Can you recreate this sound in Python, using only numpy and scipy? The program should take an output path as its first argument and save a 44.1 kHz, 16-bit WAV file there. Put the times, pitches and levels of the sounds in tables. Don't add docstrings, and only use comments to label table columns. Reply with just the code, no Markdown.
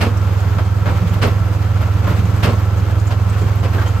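import sys
import numpy as np
from scipy.fft import rfft, irfft, next_fast_len
from scipy.io import wavfile
from scipy.ndimage import map_coordinates

SR = 44100
rng = np.random.default_rng(int(sys.argv[2]) if len(sys.argv) > 2 else 0)


def store_pcm(level_fs):
    pcm = np.round(np.clip(level_fs, -1, 1) * 32767).astype(np.int16)
    wavfile.write(sys.argv[1], SR, np.atleast_2d(pcm).T)


N = 176400


def exhaust():
    # time in seconds, engine cycles per second.
    speed = [(0.0, 20.208), (0.33, 19.951), (0.67, 20.108), (1.0, 20.139), (1.33, 20.159), (1.67, 20.576),
             (2.0, 20.32), (2.33, 20.886), (2.67, 20.347), (3.0, 20.52), (3.33, 20.378), (3.67, 20.587),
             (4.0, 20.008)]
    # an exhaust tone as a multiple of the cycle rate, level in dB.
    orders = [(2, -41), (3, -51), (4, -20.5), (5, -16.5), (6, -29.5), (9, -39.5)]
    cycles = -.505 + np.cumsum(np.interp(clock(), *np.transpose(speed))) / SR
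    drone = sum(amp(db + 0.23 * wobble(7.6)) * np.cos(2 * np.pi * k * cycles) for k, db in orders)
    return np.sqrt(2) * drone * amp([[-2], [2]])


def plunger():
    # start in seconds, crash level in dB, thud level in dB.
    strokes = [(.016, -17.5, -24.5), (1.228, -17, -21), (2.437, -16, -21), (3.644, -31.5, -33)]
    # start of a knock in seconds, level in dB.
    knocks = [(.030, -19.5), (.066, -21.5), (1.249, -18.5), (1.281, -23), (2.476, -23.5), (2.495, -18.5),
              (2.533, -26.5), (3.653, -24.5)]
    # frequency in Hz, relative level in dB.
    crash_spectrum = [(200, 1), (600, -2), (1300, 0), (2000, -4.5), (2800, -4), (3800, -12), (5100, -12),
                      (6200, -20.5), (8000, -22.5), (11000, -20), (15500, -37)]
    thud_spectrum = [(100, -6.5), (220, 0.5), (340, -2), (480, -1), (700, -9), (1200, -13), (2200, -16.5),
                     (5000, -31), (12000, -46.5)]
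    lag_s = 0.0054
    crash = sum(amp(db) * burst(s, 0.0087, 0.007, 0.19) for s, db, _ in strokes)
    thud = sum(amp(db) * burst(s + lag_s, 0.0098, 0.013, 0.31) for s, _, db in strokes)
    knock = sum(amp(db) * burst(s, 0.0038, 0.0043, 0.087) for s, db in knocks)
    ring = sum(amp(db - 4) * frame_ring(s + lag_s) for s, _, db in strokes)
    ring += sum(amp(db - 8.5) * frame_ring(s) for s, db in knocks)
    return (ring + crash * rattle(crash_spectrum, grain_db=2)
            + thud * rattle(thud_spectrum, grain_db=-1.5)
            + knock * rattle(thud_spectrum, grain_db=-1.5))


def frame_ring(start):
    # frequency in Hz, level in dB, seconds to fall 60 dB.
    modes = [(232.5, 2, 0.27), (285.4, -3, 0.23), (413.3, 3, 0.14), (483.5, -1.5, 0.22), (586, -2, 0.27),
             (693.6, -2, 0.17), (908, -4, 0.1), (1104, -2, 0.28), (1295, -5, 0.2), (1540, -15, 0.16),
             (2630, -8, 0.12), (4340, -14, 0.11)]
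    t = np.arange(SR // 2) / SR
    attack = 1 - np.exp(-t / 0.0014)
    out = np.zeros((2, N + SR))
    for hz, db, t60 in modes:
        size, detune, angle, skew = rng.standard_normal(4)
        phase = 2 * np.pi * (hz * (1 + 0.013 * detune) * t + angle) + 0.21 * skew * np.array([[1], [-1]])
        decay = amp(db + 1.8 * size - 60 * t / t60)
        out[:, round(start * SR):][:, :len(t)] += attack * decay * np.sin(phase)
    return out[:, :N]


def feeder_clanks():
    # start in seconds, level in dB, hold and 60 dB decay in seconds, treble lift in dB.
    hits = [(0.586, -19.5, 0.0074, 0.15, -6), (0.86, -20, 0.023, 0.08, -5.5), (0.891, -23, .012, 0.35, -6),
            (1.766, -30.5, .012, .1, -5), (1.81, -27, 0.026, 0.11, -2), (2.042, -24.5, 0.012, 0.19, -4),
            (2.073, -22, 0.013, 0.35, -8), (3.11, -25, 0.013, 0.14, 2), (3.632, -24.5, .008, .08, -5)]
    # frequency in Hz, relative level in dB.
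    spectrum = [(150, 6), (350, 1.5), (900, -0.5), (1450, -4.5), (2200, -7), (4500, -15), (8000, -26.5),
                (12500, -28), (15500, -37)]
    # panel resonance in Hz, width in Hz, lift in dB.
    panels = [(586, 74, 3.5), (804, 22, 4), (1060, 34, 7), (1380, 110, 8.5)]
    colour = lambda hz: amp(sum(db * resonance(hz, centre, width) for centre, width, db in panels))
    steel = unit(filtered(rattle(spectrum, grain_db=1), colour))
    treble = filtered(steel, lambda hz: 1 - 1 / (1 + (hz / 1900) ** 4))
    return sum(amp(db) * burst(s, 0.0035, hold, t60) * (steel + (amp(lift_db) - 1) * treble)
               for s, db, hold, t60, lift_db in hits)


def feeder_load():
    # start in seconds, level in dB, hold in seconds.
    booms = [(0.88, -21.5, 0.052), (1.027, -23.5, 0.054), (2.093, -19.5, 0.02), (2.193, -21, 0.034),
             (3.444, -19, 0.026)]
    # frequency in Hz, relative level in dB.
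    boom_spectrum = [(50, -5), (110, 2), (150, 1), (190, -1), (260, -17.5), (500, -16), (1200, -53.5)]
    # start in seconds, hold in seconds, level in dB.
    groans = [(0.967, 0.17, -27), (2.166, 0.4, -31)]
    groan_hz, rise_hz_per_s = 168.3, 38
    packing = sum(amp(db) * burst(s, 0.021, hold, 0.16) for s, db, hold in booms)
    out = packing * rattle(boom_spectrum, grain_db=1)
    for s, hold, db in groans:
        hz = groan_hz + rise_hz_per_s * (clock() - s) + 9 * wobble(60)
        level = amp(db + 4.9 * wobble(29.5)) * burst(s, 0.032, hold, 0.21)
        out += level * np.sin(2 * np.pi * np.cumsum(hz) / SR)
    return out


def running_gear():
    # frequency in Hz, relative level in dB.
    rumble_spectrum = [(20, -26), (30, -10), (42, -8.5), (62, 5), (100, 1.5), (170, 1), (230, -9.5),
                       (400, -24), (900, -64)]
    clatter_spectrum = [(100, -3.5), (250, -1.5), (480, -0.5), (750, -3), (1100, -3), (1450, -6.5),
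                        (1900, -11.5), (2700, -15), (4000, -20.5), (6500, -24.5), (9000, -31), (12000, -27),
                        (15500, -36)]
    # gear resonance in Hz, width in Hz, level in dB.
    gears = [(318.5, 7, -43), (498, 30, -46.5), (1335, 60, -41), (1510, 170, -49.5), (2640, 24, -57.5),
             (3193, 43, -56.5), (6640, 60, -67)]
    rumble = amp(-26.5 + 1.7 * wobble(8.75)) * rattle(rumble_spectrum, grain_db=1.5, rate=40)
    clatter = amp(-29.5 + 0.63 * wobble(5.02) + 0.95 * wobble(45)) * rattle(clatter_spectrum, grain_db=1)
    peaks = lambda hz: sum(amp(db) / np.sqrt(width) * resonance(hz, centre, width)
                           for centre, width, db in gears)
    whine_gain = np.linalg.norm([amp(db) for _, _, db in gears])
    return rumble + clatter + whine_gain * at_ports(rng.standard_normal((2, N)), peaks)


def bale():
    # start in seconds, level in dB, hold in seconds.
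    scrapes = [(3.735, -27.5, 0.0055), (3.75, -32.5, 0.012), (3.785, -27.5, 0.0041), (3.817, -29.5, 0.0075),
               (3.864, -30.5, 0.0088)]
    # start in seconds, hold in seconds, level in dB, pitch in Hz.
    squeaks = [(3.787, 0.0078, -28.5, 1600), (3.83, .007, -34, 1640), (3.859, 0.026, -39, 3160)]
    # start in seconds, level in dB.
    bumps = [(3.41, -28.5), (3.772, -28)]
    # frequency in Hz, relative level in dB.
    scrape_spectrum = [(150, -8), (400, -0.5), (1300, 5), (2200, -5.5), (4000, -14), (8000, -27),
                       (15000, -28)]
    bump_spectrum = [(120, -19), (280, 10), (620, -0.5), (900, -17), (2500, -34)]
    wavering_time = np.cumsum(1 + 0.0059 * wobble(25) + .014 * wobble(600)) / SR
    squeals = sum(amp(db) * burst(s, .003, hold, 0.075) * np.sin(2 * np.pi * hz * wavering_time)
                  for s, hold, db, hz in squeaks)
    scrape = sum(amp(db) * burst(s, 0.004, hold, 0.15) for s, db, hold in scrapes)
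    bump = sum(amp(db) * burst(s, 0.014, 0.008, 0.17) for s, db in bumps)
    return (squeals + scrape * rattle(scrape_spectrum, grain_db=1)
            + bump * rattle(bump_spectrum, grain_db=5))


def chain_chinks():
    # start in seconds, level in dB, pitch in Hz.
    chinks = [(0.1722, -33, 5640), (0.4041, -35.5, 6830), (1.0936, -35, 6700), (2.2544, -35.5, 6700),
              (2.3033, -38, 6170), (2.3657, -38, 7900), (2.555, -37, 6300), (2.772, -35, 6380),
              (3.0012, -35, 6800), (3.071, -30, 6880), (3.298, -32.5, 8030), (3.4178, -33.5, 6980),
              (3.768, -40, 6760), (3.879, -30, 6870)]
    # frequency in Hz, relative level in dB.
    scratch_spectrum = [(3000, -12), (7800, -2), (11000, -16)]
    flutter = amp(-9.5) * (np.array([wobble(900), wobble(900)]) + wobble(900))
    scratch = amp(-10.5) * rattle(scratch_spectrum, grain_db=1.5)
    return sum(amp(db) * burst(s, 0.0033, .003, 0.093) * (flutter * tone(hz) + scratch)
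               for s, db, hz in chinks)


def hay():
    # start in seconds, hold in seconds, level in dB.
    stuffings = [(0.988, 0.16, -37.5), (2.135, 0.08, -37), (3.363, 0.2, -41)]
    # start in seconds, level in dB.
    snaps = [(1.14, -41.5), (1.272, -39.5), (1.817, -44), (2.434, -39), (3.558, -44)]
    # frequency in Hz, relative level in dB.
    rustle_spectrum = [(600, -5.5), (1700, 1.5), (2800, -3), (4500, -10.5), (8000, -16), (15000, -23)]
    snap_spectrum = [(4000, -21), (9000, -4), (13500, 5), (16000, -9)]
    straw_spectrum = [(2500, -27), (4500, 7), (6800, 0), (8500, 4.5), (13000, -20), (15500, -11)]
    stuffing = sum(amp(db) * burst(s, 0.066, hold, 0.21) for s, hold, db in stuffings)
    snapping = sum(amp(db) * burst(s, .002, .003, 0.046) for s, db in snaps)
    rustle = unit(amp(6.2 * np.minimum(wobble(50), 1)) * rattle(rustle_spectrum, grain_db=0.5))
    crackle = unit(amp(7.5 * np.minimum(wobble(35), 2)) * rattle(straw_spectrum, grain_db=-3.5))
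    return stuffing * rustle + snapping * rattle(snap_spectrum, grain_db=3) + amp(-55.5) * crackle


def faint_high_ticks():
    count, centre_hz, t60 = 400, 5730, .016
    t = np.arange(SR // 20) / SR
    out = np.zeros((2, N + len(t)))
    for start, softness, pitch, skew in rng.random((count, 4)):
        hz = centre_hz * 2 ** (pitch - .5)
        phase = 2 * np.pi * (hz * t + (skew - .5) * np.array([[0], [.5]]))
        decay = amp(-39.5 - 10 * softness - 60 * t / t60)
        out[:, int(start * N):][:, :len(t)] += decay * np.sin(phase)
    return out[:, :N]


def bearing():
    # start in seconds, hold in seconds, level in dB, pitch in Hz.
    whistles = [(2.075, .035, -45, 12250), (2.6, .03, -52, 13600), (3.716, .045, -47, 13500)]
    return wobble(400) * sum(amp(db) * burst(s, .008, hold, .1) * tone(hz) for s, hold, db, hz in whistles)


def rattle(spectrum, grain_db, rate=700):
    contacts = rng.standard_normal((2, N)) * amp(grain_db * wobble(rate))
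    return at_ports(contacts, lambda hz: amp(along(spectrum, hz)))


def at_ports(pair, colour):
    # frequency in Hz, likeness of the two ports (0 unrelated, 1 or more identical).
    likeness = [(115, 1), (135, 0.76), (270, 0.85), (700, 0.48), (2500, 0.55), (4500, 0.14), (7000, 0.3),
                (8500, 0.2), (9000, 0), (11800, 3), (12100, 0), (13500, 1), (15500, 1)]
    def mix(hz):
        turn = np.arccos(np.clip(along(likeness, hz), 0, 1)) / 2
        return colour(hz) * np.array([np.cos(turn), np.sin(turn)])
    mid, side = filtered(pair, mix)
    return unit(np.array([mid + side, mid - side]))


def burst(start, rise, hold, t60):
    t = clock() - start
    return np.exp(-(np.minimum(t, 0) / rise) ** 2) * amp(-60 * np.clip(t - hold, 0, 3 * t60) / t60)


def wobble(rate):
    return map_coordinates(rng.standard_normal(8192), [clock() * rate + 2], mode="wrap")


def filtered(x, response):
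    size = next_fast_len(N + 8192)
    return irfft(rfft(x, size) * response(np.fft.rfftfreq(size, 1 / SR)), size)[..., :N]


def resonance(hz, centre, width):
    return 1 / (1 + (2 * (hz - centre) / width) ** 2)


def along(points, hz):
    freqs, values = np.transpose(points)
    return np.interp(np.log(hz + 1), np.log(freqs + 1), values)


def tone(hz):
    return np.sin(2 * np.pi * hz * clock())


def amp(db):
    return 10 ** (np.asarray(db) / 20)


def unit(x):
    return x / np.sqrt(np.mean(x ** 2) + 1e-20)


def clock():
    return np.arange(N) / SR


def scene():
    # frequency in Hz, left minus right in dB.
    balance = [(30, -1), (130, -2.7), (250, 1.5), (500, -1.7), (1200, 1.3), (2200, -2), (4000, 2.4),
               (8000, .2)]
    # frequency in Hz, phase lead of the left port in radians.
    lead = [(200, 0), (900, -.3), (1800, -.9), (2800, -.15), (3700, -.8), (4500, 0), (5700, -2.2),
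            (6600, -.1), (8200, -1.2), (9600, -3.0), (10700, -3.3), (11500, -4.7), (12700, -6.28),
            (14700, -6.4), (15600, -8.2)]
    baler = (plunger() + feeder_clanks() + feeder_load() + running_gear() + bale()
             + chain_chinks() + hay() + faint_high_ticks() + bearing())
    half = np.array([[.5], [-.5]])
    placement = lambda hz: amp(half * along(balance, hz)) * np.exp(1j * half * along(lead, hz))
    return exhaust() + filtered(baler, placement)


def record(dry):
    low_cut_hz, top_hz = 30, 15800
    return filtered(dry, lambda hz: (hz < top_hz) * (1 - 1 / (1 + (hz / low_cut_hz) ** 6)))


dry = scene()
out = record(dry)
store_pcm(out)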